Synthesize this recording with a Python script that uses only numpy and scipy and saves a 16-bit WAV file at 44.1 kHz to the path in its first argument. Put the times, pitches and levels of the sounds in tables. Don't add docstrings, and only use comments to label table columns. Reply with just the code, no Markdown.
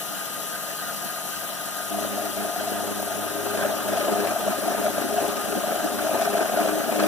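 import sys
import numpy as np
from scipy import signal
from scipy.fft import rfft, irfft, next_fast_len
from scipy.io import wavfile
from scipy.ndimage import uniform_filter1d, map_coordinates

SR = 44100
rng = np.random.default_rng(int(sys.argv[2]) if len(sys.argv) > 2 else 0)


def output_pcm(signal):
    pcm = np.clip(np.atleast_2d(signal).T, -1, 1) * 32767
    wavfile.write(sys.argv[1], SR, np.round(pcm).astype(np.int16))


N = 311787
TIME = np.arange(N) / SR
SCATTER_GROWS = 0.09
ENTRY_S = 0.04


def amp(db):
    return 10 ** (np.asarray(db) / 20)


def unit(x):
    return x / np.sqrt(np.mean(x ** 2) + 1e-20)


def along(points, hz):
    f, v = np.transpose(points)
    return np.interp(np.log(hz + 1), np.log(f + 1), v)


def wobble(rate):
    return map_coordinates(rng.standard_normal(int(N * rate / SR) + 4), [TIME * rate])


def bumps(rows):
    return sum(db * np.exp(-((TIME - s) / length) ** 2) for s, db, length in rows)


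def filtered(x, response):
    m = next_fast_len(N + SR // 2)
    return irfft(rfft(x, m) * response(np.fft.rfftfreq(m, 1 / SR)), m)[..., :N]


def noise(patchy_db):
    z = signal.stft(rng.standard_normal((2, N)), nperseg=512)[2]
    field = uniform_filter1d(rng.standard_normal(z.shape[1:]), size=8, axis=0)
    field = uniform_filter1d(field, size=6, axis=1)
    return signal.istft(z * amp(patchy_db * unit(field)), nperseg=512)[1][:, :N]


def tone(hz, db, unsteady_db):
    gain = np.sqrt(2) * amp(db + unsteady_db * wobble(7.6))
    return gain * np.sin(2 * np.pi * hz * TIME + 0.32 * unsteady_db * wobble(4.68))


# pitch_hz, width_hz, idle_level_db, chatter_level_db
FRAME_MODES = [(220, 62, -15, -9), (309.4, 39, -11.5, 0), (418, 68, -16.5, -5.5), (578, 62, -8, -0.5),
               (680, 98, 2.5, 4), (706, 72, 4, 4.5), (833, 40, -9.5, -9.5), (901, 24, -19, -9.5),
               (1029, 26, -28, -13.5), (1187, 26, -19, -10.5), (1249.6, 40, -10, -15),
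               (1411, 28, -8.5, -23), (1566, 75, -9, -14.5), (1945, 37, -16, -30)]


def frame(force, column):
    def modes(f):
        total = 0
        for k, mode in enumerate(FRAME_MODES):
            hz, width = mode[:2]
            resonance = 1j * f * width / (hz ** 2 - f * f + 1j * f * width)
            total = total + (-1) ** k * amp(mode[column]) * resonance
        return total
    return unit(filtered(force, modes))


def idle_rumble():
    return amp(-36.0 + 0.35 * wobble(15)) * frame(noise(patchy_db=2.5), column=2)


POLES_HZ = 308.8

# pitch_hz, level_db (per Hz)
HISS_COLOUR = [(40, -16), (110, -2.5), (180, -7), (500, 0), (950, -2), (1800, -4.5), (2350, -6),
               (3000, 0.5), (3400, -4), (4000, -2), (5200, -5.5), (6200, -1.5), (8300, -3), (9600, -4.5),
               (11900, -0.5), (13500, -2.5), (15500, -3.5)]
# pitch_hz, width_hz, lift_db
HOUSING_HUMPS = [(8950, 500, 4.5), (10750, 1100, 4), (12450, 600, 3), (14250, 600, 5)]


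def bearing_hiss():
    poles = 1 + 0.07 * np.sin(2 * np.pi * POLES_HZ * TIME)
    pulsed = noise(patchy_db=1.28) * amp(0.084 * wobble(38)) * poles

    def colour(f):
        lift_db = sum(db * np.exp(-((f - hz) / width) ** 2 * 2) for hz, width, db in HOUSING_HUMPS)
        return amp(along(HISS_COLOUR, f) + lift_db)
    hiss = amp(-30.5) * unit(filtered(pulsed, colour))
    treble = filtered(hiss, lambda f: 1 / (1 + (7000 / (f + 1)) ** 4))
    return hiss + treble * (amp(1.1 * wobble(110)) - 1)


# pitch_hz, level_db (rms)
STEADY_TONES = [(100, -64), (200.3, -51), (400.6, -56), (524, -54), (1404, -51), (1428, -53)]
# pitch_hz, idle_level_db (rms)
IDLE_TONES = [(155, -60), (308.4, -49)]


def motor_tones():
    steady = sum(tone(hz, db, 1) for hz, db in STEADY_TONES)
    idle = sum(tone(hz, db, 1) for hz, db in IDLE_TONES)
    return steady + idle * np.exp(-cutting() / ENTRY_S)


BELT_HZ, BELT_CLIMB_HZ, PULLEY_TEETH = 1233.3, 0.55, 48
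BELT_DB, BELT_SAG, BELT_WAVER_DB = -40.5, 0.85, 0.3
BELT_SWING = 0.15

BELT_THROBS = [(1, .58, -2.45), (2, .22, 2.0)]
# time_s (middle), lift_db, length_s
BELT_SURGES = [(4.03, 10.5, 0.04), (4.41, 7, 0.015), (4.55, 12, .02), (5.4, 8, .03), (7.06, 13, 0.036)]


def belt_tone():
    cycles = (BELT_HZ + BELT_CLIMB_HZ * TIME / 2) * TIME
    turns = cycles / PULLEY_TEETH
    throb = 1 + sum(depth * np.cos(2 * np.pi * times * turns + start) for times, depth, start in BELT_THROBS)
    swing = BELT_SWING * np.sin(2 * np.pi * turns + BELT_THROBS[0][2])
    swing += SCATTER_GROWS * cutting() * wobble(20)
    level_db = BELT_DB + cutting() * (BELT_WAVER_DB * wobble(7.5) - BELT_SAG) + bumps(BELT_SURGES)
    return np.sqrt(2) * amp(level_db) * throb * np.sin(2 * np.pi * cycles + swing)


WHINE_HZ = 10820.9

WHINE_LEVELS = [-55.5, -53.5, -45, -52.5, -53, -54.5]


def drive_whine():
    return sum(tone(WHINE_HZ + (k - 2) * POLES_HZ, db, 0.74) for k, db in enumerate(WHINE_LEVELS))


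def spindle():
    return idle_rumble() + bearing_hiss() + motor_tones() + belt_tone() + drive_whine()


FULL_DB = -27
FLICKER_DB = 0.5

# time_s, load_db (as chatter level)
CUT_LOAD = [(1.88, -43), (1.92, -45), (2.02, -33), (2.65, -32.5), (3.2, -36), (3.5, -30), (3.65, -25),
            (3.74, -33.5), (3.95, -23.5), (4.3, -27.5), (4.87, -26.5), (5.059, -27.5), (5.2, -24.5),
            (5.4, -30.5), (5.97, -29.5), (6.03, -27.5), (6.3, -24.5), (6.6, -24.5), (6.851, -28),
            (7.07, -19)]
# time_s (middle), drop_db (negative lifts), length_s
SLACK_MOMENTS = [(2.10, 6.5, 0.026), (2.33, 11, 0.032), (2.53, 14, 0.03), (2.94, 6, 0.018), (3.1, 2, .04),
                 (3.43, 4, 0.017), (3.85, 2, 0.028), (4.44, 2, 0.046), (4.6, 5.5, 0.041), (4.78, 2, 0.078),
                 (4.93, 7.5, 0.03), (5.07, 6, 0.028), (5.7, -2.5, 0.098), (6.5, 4.5, 0.046),
                 (6.87, 3.5, 0.02)]


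def tool_load():
    s, db = np.transpose(CUT_LOAD)
    steady_db = np.interp(TIME, s, db, left=-120)
    slack_db = bumps(SLACK_MOMENTS)
    return steady_db, slack_db, steady_db - slack_db + FLICKER_DB * wobble(14)


def cutting():
    return np.clip(TIME - CUT_LOAD[0][0], 0, None)


# time_s, teeth_hz (teeth a second)
TOOTH_RATE = [(1.7, 102.6), (3.2, 102.5), (3.8, 103.0), (7.07, 103.1)]


def teeth_passed():
    return np.cumsum(np.interp(TIME, *np.transpose(TOOTH_RATE))) / SR + 0.75


WAVER_DB = 1.0

# times_tooth_rate (2.25 is nine times the turn rate), level_db (rms at full load and loudest time),
# growth (dB per dB of load), slack_share (of the drop), loudest_s, fall_db_per_s (away from loudest_s)
DRONE_TONES = [(1, -45, 0.051, 0.25, 3.4, 4), (2, -38.5, 0.41, 1.6, 2.04, 3), (3, -36, 0.072, 1.5, 2, 1.5),
               (4, -38.5, 0.26, 1.7, 1.44, 1.4), (6, -43, 0.8, 1.2, 1.4, 3.5),
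               (7, -36.5, 0.43, 2.7, 1.8, 0.5), (2.25, -40.5, 0.59, 0.43, 7.5, 1.5)]
# time_s (middle), second_multiple_db, third_multiple_db, fourth_multiple_db, length_s
DRONE_SWELLS = [(1.96, 8, 0.5, -4, 0.045), (2.43, 4, -3, 5, 0.06), (2.95, 5.5, 0, 4.5, 0.14),
                (3.4, -26, 4, 10, 0.03), (3.54, -18, -8, 13.5, 0.09), (3.65, 10, 5, 11, 0.037),
                (3.93, 5, 5, 4, 0.036), (4.12, 10, 5, 11, 0.025), (4.22, 9.5, 6, 16, 0.071),
                (4.49, 14, -3, -9, 0.033), (4.7, 10, 9, 11.5, 0.065), (4.87, 15, 8, 10, .04),
                (5.17, 3, 0, 14.5, 0.19), (5.29, 1, 0, 0, 0.041), (5.53, -10, 5, 17, 0.029),
                (5.85, 14, 21.5, -7, 0.014), (6.05, 6, 10.5, 11, 0.054), (6.33, 10, 5, 17.5, 0.1),
                (6.6, 11, 10, 15.5, 0.05), (6.74, 12, 16, 13, 0.085), (7.039, 17, 21, 17, 0.12)]


def tooth_drone(count, steady_db, slack_db):
    swells, drone = np.array(DRONE_SWELLS), 0
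    for k, (times, db, grows, share, top_s, fall_db) in enumerate(DRONE_TONES):
        swell_db = bumps(swells[:, [0, k, 4]]) if 1 <= k <= 3 else 0
        level_db = db + grows * (steady_db - FULL_DB) + swell_db - fall_db * np.abs(TIME - top_s)
        level_db = level_db - share * slack_db + WAVER_DB * wobble(12)
        scatter = (0.3 + SCATTER_GROWS * cutting()) * wobble(9)
        drone = drone + np.sqrt(2) * amp(level_db) * np.sin(2 * np.pi * times * count + scatter)
    engaged = np.clip(cutting() / ENTRY_S, 0, 1) ** 2
    return engaged * drone


BLOW_DB, BLOW_GROWS = -35.5, 0.54

# pitch_hz, level_db
THUMP_COLOUR = [(30, -1), (70, -0.5), (130, -13), (200, -6.5), (231, 0), (262, 6.5), (308, -5.5), (390, 9),
                (513, -30), (615, -28), (718, -10), (822, 0), (900, -30), (1200, -19), (2000, -60) ]


def tooth_thump(tooth, size_db, luck, over_db):
    strikes = np.diff(tooth, prepend=tooth[0]) > 0
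    blows = strikes * amp(2.3 * size_db + 2.1 * np.clip(luck, -2, 1.5))
    return amp(BLOW_DB + BLOW_GROWS * over_db) * unit(filtered(blows, lambda f: amp(along(THUMP_COLOUR, f))))


RATTLE_DB = -2.5


def loose_chatter(force, chatter_db, share):
    chatter = frame(noise(patchy_db=3.0) * force * amp(chatter_db) * (1 - share), column=3)
    return chatter * amp(RATTLE_DB) * np.sqrt(np.mean(amp(chatter_db) ** 2))


LIGHT_DB, LIGHT_SPREAD_DB = 3.5, 2
LIGHT_HZ, LIGHT_SPREAD_HZ, LIGHT_S = 640, 52, 0.007


def light_bites(tooth, load_db):
    starts = np.flatnonzero(np.diff(tooth)) + 1
    luck = np.clip(rng.standard_normal((len(starts), 3)), -2, 1.5)
    rows = []
    for i, (a, b, c) in zip(starts, luck):
        if i / SR > CUT_LOAD[0][0]:
            level_db = load_db[i] + LIGHT_DB + LIGHT_SPREAD_DB * a
            rows.append((i / SR + 0.001 * c, level_db, LIGHT_HZ + LIGHT_SPREAD_HZ * b, LIGHT_S))
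    return rows


# start_s, level_db (ring strength before its soft start and fade), pitch_hz, length_s
HEAVY_BITES = [(1.943, -18.5, 698, 0.012), (1.983, -17.5, 656, 0.0096), (2.02, -20.5, 627, 0.0091),
               (2.046, -17.5, 605, 0.0083), (2.177, -19.5, 660, 0.0088), (2.217, -20.5, 634, 0.0096),
               (2.255, -23, 670, 0.014), (2.369, -22, 660, 0.017), (2.404, -20.5, 690, 0.011),
               (2.448, -17.5, 666, 0.0095), (2.559, -20, 706, 0.013), (2.606, -19, 654, 0.0093),
               (2.644, -19, 697, 0.0066), (2.674, -21, 680, 0.015), (2.753, -22.5, 704, 0.018),
               (2.801, -22, 686, 0.014), (2.998, -18, 630, 0.0072), (3.027, -13, 694, 0.0034),
               (3.075, -20, 654, 0.0058), (3.107, -22, 650, 0.0092), (3.152, -20.5, 650, .01),
               (3.546, -16, 655, 0.0099), (3.61, -16, 640, 0.0067), (3.636, -14, 700, 0.0069),
               (3.647, -14, 594, 0.013), (3.766, -23, 583, .01), (3.883, -19, 620, 0.016),
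               (3.93, -15, 613, 0.01), (3.973, -16.5, 666, 0.015), (4.005, -19.5, 604, 0.017),
               (4.043, -20.5, 594, 0.018), (4.1, -22, 580, 0.011), (4.135, -15, 680, 0.0076),
               (4.178, -19, 654, 0.0067), (4.246, -14, 650, .008), (4.27, -13, 644, 0.0051),
               (4.321, -15.5, 634, 0.0079), (4.337, -20, 654, .006), (4.359, -13.5, 680, 0.011),
               (4.464, -17, 586, 0.0065), (4.476, -13, 640, 0.011), (4.527, -17, 673, 0.013),
               (4.543, -19, 656, 0.0055), (4.555, -21, 681, 0.0058), (4.606, -22.5, 680, 0.0098),
               (4.655, -17, 704, 0.0064), (4.679, -14.5, 685, 0.013), (4.746, -13, 645, 0.0073),
               (4.814, -15, 616, 0.005), (4.84, -17, 660, 0.01), (4.853, -13.5, 624, 0.0093),
               (4.864, -12.5, 623, 0.0095), (4.88, -12, 700, 0.0074), (4.957, -19, 670, 0.008),
               (4.979, -13.5, 625, 0.0067), (5.002, -16, 730, .005), (5.022, -20, 705, 0.006),
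               (5.109, -18, 675, 0.0078), (5.141, -13.5, 650, 0.0075), (5.18, -13, 689, 0.016),
               (5.202, -15, 634, .006), (5.26, -17, 646, .006), (5.305, -20, 677, .006),
               (5.325, -21, 620, 0.0073), (5.355, -18, 665, 0.0071), (5.457, -15.5, 660, 0.0069),
               (5.526, -15, 665, 0.0043), (5.551, -15, 720, 0.006), (5.637, -16.5, 635, 0.012),
               (5.681, -17, 624, 0.0054), (5.692, -17, 705, 0.0092), (5.727, -17, 626, 0.0072),
               (5.742, -15, 621, 0.0049), (5.758, -17, 648, 0.0068), (5.804, -18.5, 676, 0.0083),
               (5.84, -19, 653, 0.013), (5.861, -15, 676, 0.0052), (5.872, -20, 647, .006),
               (6.008, -16, 660, 0.006), (6.024, -16, 650, 0.0055), (6.046, -19, 623, 0.018),
               (6.064, -16, 650, 0.014), (6.078, -20, 724, 0.012), (6.093, -11, 670, .005),
               (6.113, -13.5, 625, 0.0072), (6.195, -16, 670, 0.014), (6.215, -13, 667, 0.01),
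               (6.228, -12.5, 676, 0.0053), (6.274, -11.5, 700, 0.01), (6.35, -12.5, 673, 0.014),
               (6.367, -15, 630, 0.0065), (6.391, -13, 695, 0.0083), (6.446, -16, 650, 0.0075),
               (6.456, -15, 664, 0.0067), (6.495, -13.5, 634, 0.0054), (6.519, -15, 675, 0.0066),
               (6.572, -10.5, 647, 0.0085), (6.585, -14.5, 704, 0.022), (6.626, -19, 680, 0.0061),
               (6.65, -13, 600, 0.0076), (6.659, -9.5, 643, 0.0045), (6.673, -11, 630, .005),
               (6.736, -19.5, 700, 0.013), (6.753, -17, 610, .009), (6.814, -16, 610, 0.0067),
               (6.845, -19, 721, 0.0078), (6.891, -14, 660, 0.011), (6.91, -25, 681, .008),
               (6.958, -13, 635, 0.007), (7.002, -18.5, 656, 0.012), (7.025, -10, 604, 0.0054),
               (7.036, -12.5, 605, 0.011)]


def bites(rows):
    out, share, t = np.zeros(N + SR), np.zeros(N + SR), np.arange(SR // 25) / SR
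    turns = rng.uniform(0, 2 * np.pi, size=(len(rows), 2))
    for (s, db, hz, length), turn in zip(rows, turns):
        ring = np.sin(2 * np.pi * hz * t + turn[0])
        ring += 0.077 * np.sin(2 * np.pi * 1.26 * hz * t + turn[1])
        hold = (1 - np.exp(-t / 0.0018)) * np.exp(-(t / length) ** 4)
        out[round(s * SR):][:len(t)] += amp(db) * hold * ring
        hush = np.exp(-(t / (length + 0.008)) ** 4)
        share[round((s - 0.006) * SR):][:len(t)] += 0.75 * hush
    return out[:N], np.clip(uniform_filter1d(share[:N], size=90), 0, 0.8)


CHIP_DB, CHIP_GROWS = -35.5, 0.88
BITE_CHIPS_DB = 2.2

# pitch_hz, level_db (per Hz)
SCRAPE_COLOUR = [(800, -32), (1000, -8), (1300, 2.5), (1560, -2), (1800, -7), (1930, -13.5), (2300, -6.5),
                 (4000, -15), (9000, -17), (16000, -50)]


def chip_scrape(force, luck, over_db, share):
    chips = noise(patchy_db=2.5) * force * amp(1.5 * luck)
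    scrape = unit(filtered(chips, lambda f: amp(along(SCRAPE_COLOUR, f))))
    return amp(CHIP_DB + CHIP_GROWS * over_db + BITE_CHIPS_DB * share) * scrape


FLUTE_BITE = [0, -2.5, -6, -1]


def cutter():
    steady_db, slack_db, chatter_db = tool_load()
    over_db = chatter_db - FULL_DB
    count = teeth_passed()
    tooth, within = count.astype(int), count % 1
    luck = rng.standard_normal((tooth[-1] + 1, 3))[tooth]
    size_db = np.array(FLUTE_BITE)[tooth % len(FLUTE_BITE)]
    contact = within * np.exp(-3.5 * within) + 0.2
    force = contact * amp(0.8 * size_db + 1.0 * luck[:, 1])
    heavy, share = bites(HEAVY_BITES)
    light = bites(light_bites(tooth, chatter_db + size_db))[0] * (1 - share)
    drone = tooth_drone(count, steady_db, slack_db) * (1 - 0.25 * share)
    thump = tooth_thump(tooth, size_db, luck[:, 0], over_db)
    chatter = loose_chatter(force, chatter_db, share)
    return drone + thump + chatter + light + heavy + chip_scrape(force, luck[:, 2], over_db, share)


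# pitch_hz, left_minus_right_db, likeness_0_to_1, phase_shift_radians
CHANNEL_DIFFERENCES = [(40, 3, .1, -1), (100, 5, .45, -.8), (150, -4, .2, 0), (200, -6, .85, 2.5),
                       (237, 0, .87, 1.9), (280, 2, .68, 1.9), (320, 6, .64, 3.2), (366, 0, .55, 5.5),
                       (409, 9, .85, 6.2), (452, 0, .55, 6), (517, 6, .5, 6.5), (581, 3, .95, 6),
                       (711, 3, .97, 6.3), (840, 6, .45, 6.5), (904, -2, .83, 6.3), (1100, 0, .7, 6.4),
                       (1227, 3, .95, 6.5), (1421, 4, .75, 6.2), (1486, -2, .5, 7.3), (1550, 1, .84, 7.2),
                       (1700, -3, .6, 6.8), (2030, -1, .3, 8.9), (2200, 0, .85, 9.4), (2450, 1, .4, 9.6),
                       (2756, 1, .3, 11.6), (3300, 0, .8, 12.6), (3620, 1, .5, 12.8), (3850, 1, .25, 14.2),
                       (4200, 0, .45, 15.3), (4400, 0, .98, 15.7), (4600, 0, .92, 15.75),
                       (4850, 1, .45, 16), (5200, 2, .15, 17.2), (5685, 2, .65, 18.85), (6950, 3, .55, 22),
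                       (8270, 9, .3, 25.2), (8960, 8, .6, 27), (9650, 10, .3, 28.9), (11025, 9, .65, 32.2),
                       (12400, 9, .6, 35.8), (13100, 9, .4, 37.5), (14470, 7, .6, 41),
                       (15700, 9, .35, 44.3)]


def scene():
    left, other = spindle() + cutter()
    hz, lr_db, alike, shift = np.transpose(CHANNEL_DIFFERENCES)
    alike = np.clip(alike, 0, 1)

    def recolour(f):
        return amp(-np.interp(f, hz, lr_db)) * np.exp(-1j * np.interp(f, hz, shift))
    right = filtered(left, lambda f: recolour(f) * np.interp(f, hz, alike))
    right += filtered(other, lambda f: recolour(f) * 1j * np.sqrt(1 - np.interp(f, hz, alike) ** 2))
    return np.array([left, right])


TOP_HZ = 15530


def record(dry):
    return filtered(dry, lambda hz: (hz < TOP_HZ) / (1 + (70 / (hz + 1)) ** 2))


dry = scene()
out = record(dry)
output_pcm(out)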